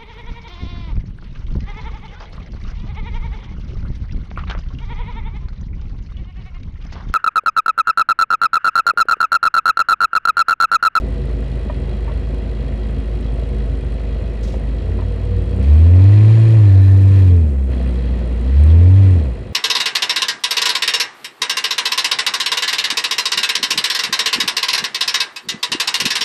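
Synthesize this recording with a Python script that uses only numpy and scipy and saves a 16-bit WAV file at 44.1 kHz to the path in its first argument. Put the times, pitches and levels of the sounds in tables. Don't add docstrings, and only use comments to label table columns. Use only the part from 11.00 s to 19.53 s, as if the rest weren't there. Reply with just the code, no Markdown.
import sys
import numpy as np
from scipy import signal
from scipy.fft import rfft, irfft, next_fast_len
from scipy.io import wavfile
from scipy.ndimage import uniform_filter1d, map_coordinates

SR = 44100
rng = np.random.default_rng(int(sys.argv[2]) if len(sys.argv) > 2 else 0)


def digitize_waveform(pressure):
    field = np.atleast_2d(pressure).T
    bounded = np.clip(field, -1, 1)
    quanta = np.round(bounded * 32767).astype(np.int16)
    wavfile.write(sys.argv[1], SR, quanta)


def makeup_ratio(level_db):
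    decades = np.asarray(level_db, float) / 20
    return 10 ** decades


N = 376173


def unit(x):
    return x / np.sqrt(np.mean(x ** 2) + 1e-20)


def curves(rows):
    seconds, *columns = np.transpose(rows)
    return [np.interp(np.arange(N) / SR, seconds, column) for column in columns]


def wobble(rate):
    at = np.arange(0, N + 32, 32)
    knots = rng.standard_normal(int(N * rate / SR) + 4)
    return np.interp(np.arange(N), at, map_coordinates(knots, [at * rate / SR]))


def filtered(x, spectrum=None, modes=(), base=1):
    size = next_fast_len(N + SR // 2)
    f = np.fft.rfftfreq(size, 1 / SR)
    gain = base
    for centre, width, db in modes:
        gain = gain + makeup_ratio(db) * 1j * f * width / (centre * centre - f * f + 1j * f * width)
    if spectrum:
        hz, db = np.transpose(spectrum)
        gain = gain * makeup_ratio(np.interp(np.log(f + 1), np.log(hz + 1), db))
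    return irfft(rfft(x, size) * gain, size)[:N]


def shaped_noise(spectrum):
    return unit(filtered(rng.standard_normal(N), spectrum))


def firings(turns, scatter_db, odd_db):
    count = np.floor(turns).astype(int)
    size_db = scatter_db * np.clip(rng.standard_normal(N // 200), -3, 1.7)
    size_db = size_db + odd_db * (np.arange(N // 200) % 2)
    return makeup_ratio(size_db[count])


def gated(turns, depth, sharp, scatter_db, odd_db):
    burst = firings(turns, scatter_db, odd_db) * np.exp(-sharp * (turns % 1))
    return rng.standard_normal(N) * (1 + depth * unit(burst))


IDLE_HZ = 53.2
INERTIA_S = .05
# (time [s], firing rate [Hz], firing tone level [dB])
ENGINE_RUN = [(0, 53.17, -21), (4.4, 53.38, -20.5), (4.57, 59.4, -19), (4.7, 72.83, -7),
              (5.12, 102.7, -5.5), (5.36, 111.8, -7), (5.55, 111.5, -7), (5.72, 96.16, -5.5),
              (6.17, 97.46, -7), (6.36, 86.9, -7.5), (6.54, 66.8, -16), (6.95, 60.8, -16),
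              (7.42, 58, -18.5), (7.61, 73.5, -6.5), (7.99, 98.9, -6), (8.13, 92.1, -7), (8.33, 54.8, -23),
              (8.53, 44.55, -40.5)]


def engine():
    hz, tone_db = curves(ENGINE_RUN)
    return uniform_filter1d(hz, size=round(INERTIA_S * SR)), tone_db


# (idle level [dB], full level [dB], rise over idle [Hz])
ORDER_GROWTH = [
    (-39, -34, 12),
    (-43.5, -30.5, 10.2),
    (-34.5, -38, 4.1),
    (-43.5, -42, 11),
    (-49.5, -42.5, 8),
]
# (centre [Hz], width [Hz], level [dB])
HEADER_BLOOMS = [(245, 24, 9), (430, 26, 8)]


def overtones():
    hz, first_db = engine()
    over_idle = np.maximum(hz - IDLE_HZ, 0)
    dying_db = .8 * np.minimum(first_db + 19, 0)
    levels = []
    for idle_db, full_db, rise_hz in ORDER_GROWTH:
        levels.append(full_db + (idle_db - full_db) * np.exp(-over_idle / abs(rise_hz)) + dying_db)
    for order, (centre, width, db) in enumerate(HEADER_BLOOMS, 4):
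        levels[order - 1] = levels[order - 1] + db * np.exp(-((order * hz - centre) / width) ** 2)
    return levels


# (multiple, level under the 3rd order [dB])
FAINT_ORDERS = [(.5, -12), (2.5, -19), (3.5, -16), (4.5, -21), (6, -22), (7, -27), (8, -25), (9, -26),
                (10, -30), (11, -30)]
# (multiple, level [dB])
IDLE_ORDERS = [(2.5, -37), (5, -46), (7, -45), (9, -48)]
# (frequency [Hz], level [dB])
PIPE_COLOUR = [(20, 1), (130, -0.5), (168, 5), (192, 3), (220, 0), (290, 1.5), (480, 0), (1200, -1)]


def exhaust(turns):
    hz, first_db = engine()
    second_db, third_db, half_db, fourth_db, fifth_db = overtones()
    angle = 2 * np.pi * turns
    idle = np.clip((-15 - first_db) / 5, 0, 1)
    tone = makeup_ratio(first_db + 3 + (.45 + .8 * idle) * wobble(18)) * np.sin(angle + .1 * idle * wobble(8.8))
    upper = np.zeros(N)
    for order, db, phase in [(2, second_db, np.pi / 4), (3, third_db, -np.pi / 2)]:
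        strength = makeup_ratio(db + 3.5 - 4 * idle + .8 * wobble(12))
        upper += strength * np.sin(order * angle + phase + .25 * wobble(6))
    lines = [(1.5, half_db - 6 * idle), (4, fourth_db), (5, fifth_db)]
    lines += [(order, third_db + db) for order, db in FAINT_ORDERS]
    lines += [(order, db - 3 * np.abs(hz - IDLE_HZ)) for order, db in IDLE_ORDERS]
    for order, db in lines:
        upper += makeup_ratio(db + 3 - 3 * idle + 2 * wobble(10)) * np.sin(order * angle + .35 * wobble(6))
    return tone + filtered(upper, PIPE_COLOUR)


# (time [s], effort over idle [dB])
THROTTLE_EFFORT = [(0, -0.5), (4.58, -0.5), (4.64, 4), (4.92, 2), (5.08, 7), (5.42, 7.5), (5.94, -3),
                   (6.2, 4), (6.36, -5), (6.67, -10.5), (6.72, 2.5), (7.39, .5), (7.68, 5.5), (7.9, 1.5),
                   (8.03, 5), (8.3, -2), (8.53, -5.5)]
# (idle level [dB], rise per effort [dB/dB], rise with speed [dB/octave])
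SHAKEN_PARTS = [
    (-37, .5, 5),
    (-49, 0.55, 3.5),
    (-52.5, 0.8, -0.5),
    (-68, 0.17, 8),
    (-69.5, 0.04, 2),
]


def shaken():
    effort_db, octaves = curves(THROTTLE_EFFORT)[0], np.log2(engine()[0] / IDLE_HZ)
    return [db + by_effort * effort_db + by_speed * octaves for db, by_effort, by_speed in SHAKEN_PARTS]


# (frequency [Hz], level [dB per Hz])
RUMBLE_COLOUR = [(90, -39.5), (150, -1.5), (200, 0), (300, -1), (470, -4), (700, -11), (800, -12.5),
                 (1500, -20), (2200, -59.5), (4000, -120)]
# (centre [Hz], width [Hz], level [dB])
TUB_MODES = [(184.5, 9.2, 4), (211.3, 24.6, 10.5), (267.4, 16, 4.5), (362.8, 15, 8), (486, 85, 6.5),
             (611, 61, 1), (662.3, 4.7, 11.5)]
SHUDDER_HZ, SHUDDER_WIDTH_HZ, SHUDDER_DB = 81.3, 17, 4


def chassis(turns, load):
    rumble = unit(filtered(gated(turns, 0.54, 2.3, 2.5, 0.98), RUMBLE_COLOUR, TUB_MODES))
    calm = makeup_ratio(-7.5 * load)
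    shudder_db = SHUDDER_DB * np.exp(-((engine()[0] - SHUDDER_HZ) / SHUDDER_WIDTH_HZ) ** 2)
    return makeup_ratio(shaken()[0] + shudder_db + 4.5) * calm * rumble


# (frequency [Hz], level [dB per Hz])
RATTLE_COLOUR = [(410, -34.5), (700, -4.5), (1470, -1), (1800, 1), (2430, -2), (3400, -15.5), (4420, -46.5),
                 (7480, -120)]
# (centre [Hz], width [Hz], level [dB])
LOOSE_PANELS = [(1020, 220, -5.5), (1960, 140, 1), (2534, 120, 1.5), (2810, 130, 4)]
# (centre [Hz], width [Hz], level [dB])
STRAINED_PANELS = [(1020, 260, 5.5), (1770, 120, 0.5), (1964, 84, 3), (2460, 280, 6), (2680, 81, 3)]


def panels(turns, load):
    shaking = gated(turns + .3, 0.44 + 0.11 * load, 3, 2.8, 0)
    loose = unit(filtered(shaking, RATTLE_COLOUR, LOOSE_PANELS))
    tight = unit(filtered(shaking, RATTLE_COLOUR, STRAINED_PANELS))
    return makeup_ratio(shaken()[1] + 1.5) * ((1 - load) * loose + load * tight)


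# (frequency [Hz], level [dB per Hz])
FIZZ_COLOUR = [(1650, -27), (2800, -3), (3590, -7.5), (4200, -5), (4790, -9.5), (7000, -24.5),
               (9100, -51.5), (15400, -120)]
# (centre [Hz], width [Hz], level [dB])
CASING_MODES = [(3283, 89, 10.5), (3920, 660, 1.5), (5450, 110, 0.5)]


def drivetrain(turns, load):
    chatter = gated(turns + 0.55, 0.5 + 0.23 * load, 3, 3.6, -1.7)
    return makeup_ratio(shaken()[2] + 0.36) * unit(filtered(chatter, FIZZ_COLOUR, CASING_MODES))


# (frequency [Hz], level [dB per Hz])
HISS_COLOUR = [(2600, -32.5), (4500, -2.5), (6000, -3.5), (7400, -7), (8900, -3), (10500, -13.5),
               (12000, -22.5), (15500, -35.5), (20000, -79.5)]
# (centre [Hz], width [Hz], level [dB])
DUCT_MODES = [(6990, 180, 2.5), (7500, 120, 6), (10100, 170, -0.5)]


def intake(turns):
    gulps = gated(turns + 0.5, 0.54, 2.2, 3, -2)
    return makeup_ratio(shaken()[3] + 2.5) * unit(filtered(gulps, HISS_COLOUR, DUCT_MODES))


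def bodywork(turns):
    load = np.clip((engine()[1] + 18) / 10, 0, 1)
    return chassis(turns, load) + panels(turns, load) + drivetrain(turns, load) + intake(turns)


# (centre [Hz], width [Hz], level [dB])
COVER_MODES = [(7470, 350, -7), (8720, 410, 10), (10100, 160, -12), (10500, 220, -14)]
# (time [s], level over the usual [dB], length [s])
SEATING_SPELLS = [
    (4.643, 4.5, .05),
    (4.848, 4, .25),
    (6.914, 7, 0.086),
    (7.39, 5, 0.061),
    (7.634, 8.5, .05),
    (7.696, 7.5, 0.017),
]


def valves(turns):
    seats = np.diff(np.floor(turns + .45), prepend=0) * firings(turns + .45, 2.1, -1.5)
    scrape = signal.fftconvolve(seats, np.hanning(110))[:N] * rng.standard_normal(N)
    colour = [(3000, -39.5), (6000, 1), (10000, -1), (14000, -14.5), (20000, -54.5)]  # (Hz, dB)
    ticks = unit(filtered(scrape, colour, COVER_MODES, base=.04))
    t = np.arange(N) / SR
    spells_db = sum(db * np.exp(-np.abs(t - s) / length) for s, db, length in SEATING_SPELLS)
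    return makeup_ratio(shaken()[4] + spells_db + 1.6) * ticks


# (time [s], level [dB])
CLUTCH_SLIP = [
    (5.6, -75),
    (5.65, -45),
    (5.92, -46.5),
    (6, -52),
    (6.2, -47),
    (6.33, -75),
]
# (centre [Hz], width [Hz], level [dB])
HOUSING_MODES = [(1770, 70, 0), (3950, 160, -10)]


def clutch(turns):
    bites = gated(turns + .5, 1.5, 4, 1.3, -1.5)
    return makeup_ratio(curves(CLUTCH_SLIP)[0]) * unit(filtered(bites, modes=HOUSING_MODES, base=0))


# (time [s], peak level [dB], ring [Hz], decay t60 [s], thud level [dB])
LINKAGE_KNOCKS = [
    (.697, -22.5, 970, 0.049, 6),
    (1.077, -28, 925, 0.09, -10),
    (1.094, -30.5, 1090, 0.047, -4),
    (1.114, -33, 1100, 0.03, 11),
    (3.54, -24.5, 906, 0.02, 9),
    (3.988, -26.5, 994, 0.033, 2),
    (3.999, -23, 1020, 0.018, -3),
    (4.018, -30.5, 935, 0.059, 1),
]


def linkage():
    knocks, t = np.zeros(N + SR), np.arange(SR // 3) / SR
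    partials = [(1, 0.5), (1.24, -6.5), (1.9, -10.5), (2.5, -14)]  # (multiple, dB)
    for s, db, hz, t60, thud_db in LINKAGE_KNOCKS:
        ring = sum(makeup_ratio(level) * np.sin(2 * np.pi * hz * k * t) for k, level in partials)
        blow = np.convolve(rng.standard_normal(len(t)), np.hanning(16) / 12, 'same')
        crack = makeup_ratio(-7 - 60 * t / .02) * blow
        thud = makeup_ratio(thud_db) * np.sin(2 * np.pi * 600 * t)
        envelope = makeup_ratio(db - 60 * t / t60) * (1 - np.exp(-t / 0.0015))
        knocks[round(s * SR):][:len(t)] += envelope * (ring + thud + crack)
    return knocks[:N]


# (time [s], level [dB], decay t60 [s])
AIR_PUFFS = [
    (.002, -51.5, 0.024),
    (3.429, -44, 0.096),
    (3.472, -48.5, .13),
    (3.52, -54, 0.15),
    (4.625, -53, .08),
]
# (frequency [Hz], level [dB per Hz])
AIR_COLOUR = [(1500, -29), (2500, -6.5), (4200, 1.5), (5800, -1.5), (8000, -8.5), (11000, -21),
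              (15500, -23.5)]


def air_line():
    puffs, t = np.zeros(N + SR), np.arange(SR // 3) / SR
    for s, db, t60 in AIR_PUFFS:
        puffs[round(s * SR):][:len(t)] += makeup_ratio(db - 60 * (t / t60) ** 2) * (1 - np.exp(-t / 0.0018))
    return puffs[:N] * shaped_noise(AIR_COLOUR)


# (time [s], firing rate [Hz], tone level [dB])
AHEAD_RUN = [(0, 76.05, -34), (3.75, 76.7, -31.5), (3.95, 87.3, -23), (4.05, 94.7, -17.5),
             (4.12, 89.33, -29), (4.2, 92.2, -21.5), (4.5, 89.9, -23), (4.6, 93.5, -17), (4.76, 94, -60)]
# (multiple, level [dB])
AHEAD_OVERTONES = [(2, -15), (4, -20), (5.2, -19)]


def car_ahead():
    hz, tone_db = curves(AHEAD_RUN)
    angle = 2 * np.pi * np.cumsum(hz * (1 + 0.01249 * wobble(9))) / SR
    strength = makeup_ratio(tone_db + 2 + 3 * wobble(14))
    fading_db = .6 * np.minimum(tone_db + 24, 0)
    wave = np.sin(angle)
    for order, db in AHEAD_OVERTONES:
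        wave += makeup_ratio(db + fading_db + 2 * wobble(7)) * np.sin(order * angle)
    return strength * wave


QUEUE_DB, DRONE_DROP_DB = -28, -3.5
# (frequency [Hz], level [dB per Hz])
QUEUE_COLOUR = [(44, -37.5), (56, -6), (65, 11.5), (85, 4), (105, 2), (130, 7.5), (140, 4.5), (152, -19),
                (200, -58.5), (400, -120)]


def queue():
    drone_db = QUEUE_DB + DRONE_DROP_DB * np.log2(engine()[0] / IDLE_HZ)
    return makeup_ratio(drone_db) * shaped_noise(QUEUE_COLOUR)


# (frequency [Hz], level [dB per Hz])
MIC_COLOUR = [(30, 0), (9000, 2.5), (12000, -3), (16000, -12.5)]


def microphone_noise():
    return makeup_ratio(-76) * shaped_noise(MIC_COLOUR)


def scene():
    turns = np.cumsum(engine()[0]) / SR
    own_car = exhaust(turns) + bodywork(turns) + valves(turns) + clutch(turns) + linkage() + air_line()
    return (own_car + car_ahead() + queue() + microphone_noise())[None]


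# (start [s], end [s], share of crests, step level [dB])
LIMITER_CHATTER = [
    (4.73, 5.5, .3, -39),
    (4.73, 5.46, .07, -28),
    (5.46, 5.72, .25, -29),
    (5.72, 6.31, .42, -27.5),
    (6.31, 7.5, .3, -40),
    (7.58, 8.24, .35, -41),
    (7.9, 8.0, .12, -29),
]


def cuts(x):
    crests = signal.find_peaks(np.abs(uniform_filter1d(x, size=80)), distance=SR // 300)[0]
    luck, shift, small = rng.random((3, N // 100 + 1))[:, crests // 100]
    steps = np.zeros(N)
    for start, end, share, db in LIMITER_CHATTER:
        hit = (crests > start * SR) & (crests < end * SR) & (luck < share)
        at = crests[hit] + np.round(90 * (shift[hit] - .5)).astype(int)
        steps[at] = -np.sign(x[at]) * makeup_ratio(db + 2 * np.log(small[hit] + 1e-3))
    return steps


def top_cut(x):
    return signal.sosfilt(signal.butter(12, 15750, fs=SR, output="sos"), x)


OVERLOAD = .708


def record(dry):
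    recover = np.exp(-np.arange(SR // 50) / SR / 0.0053)
    clicks = signal.fftconvolve(cuts(dry[0]), recover)[:N]
    limited = np.clip(dry, -OVERLOAD, OVERLOAD) + clicks
    return top_cut(np.clip(limited, -OVERLOAD, OVERLOAD))


dry = scene()
out = record(dry)
digitize_waveform(out)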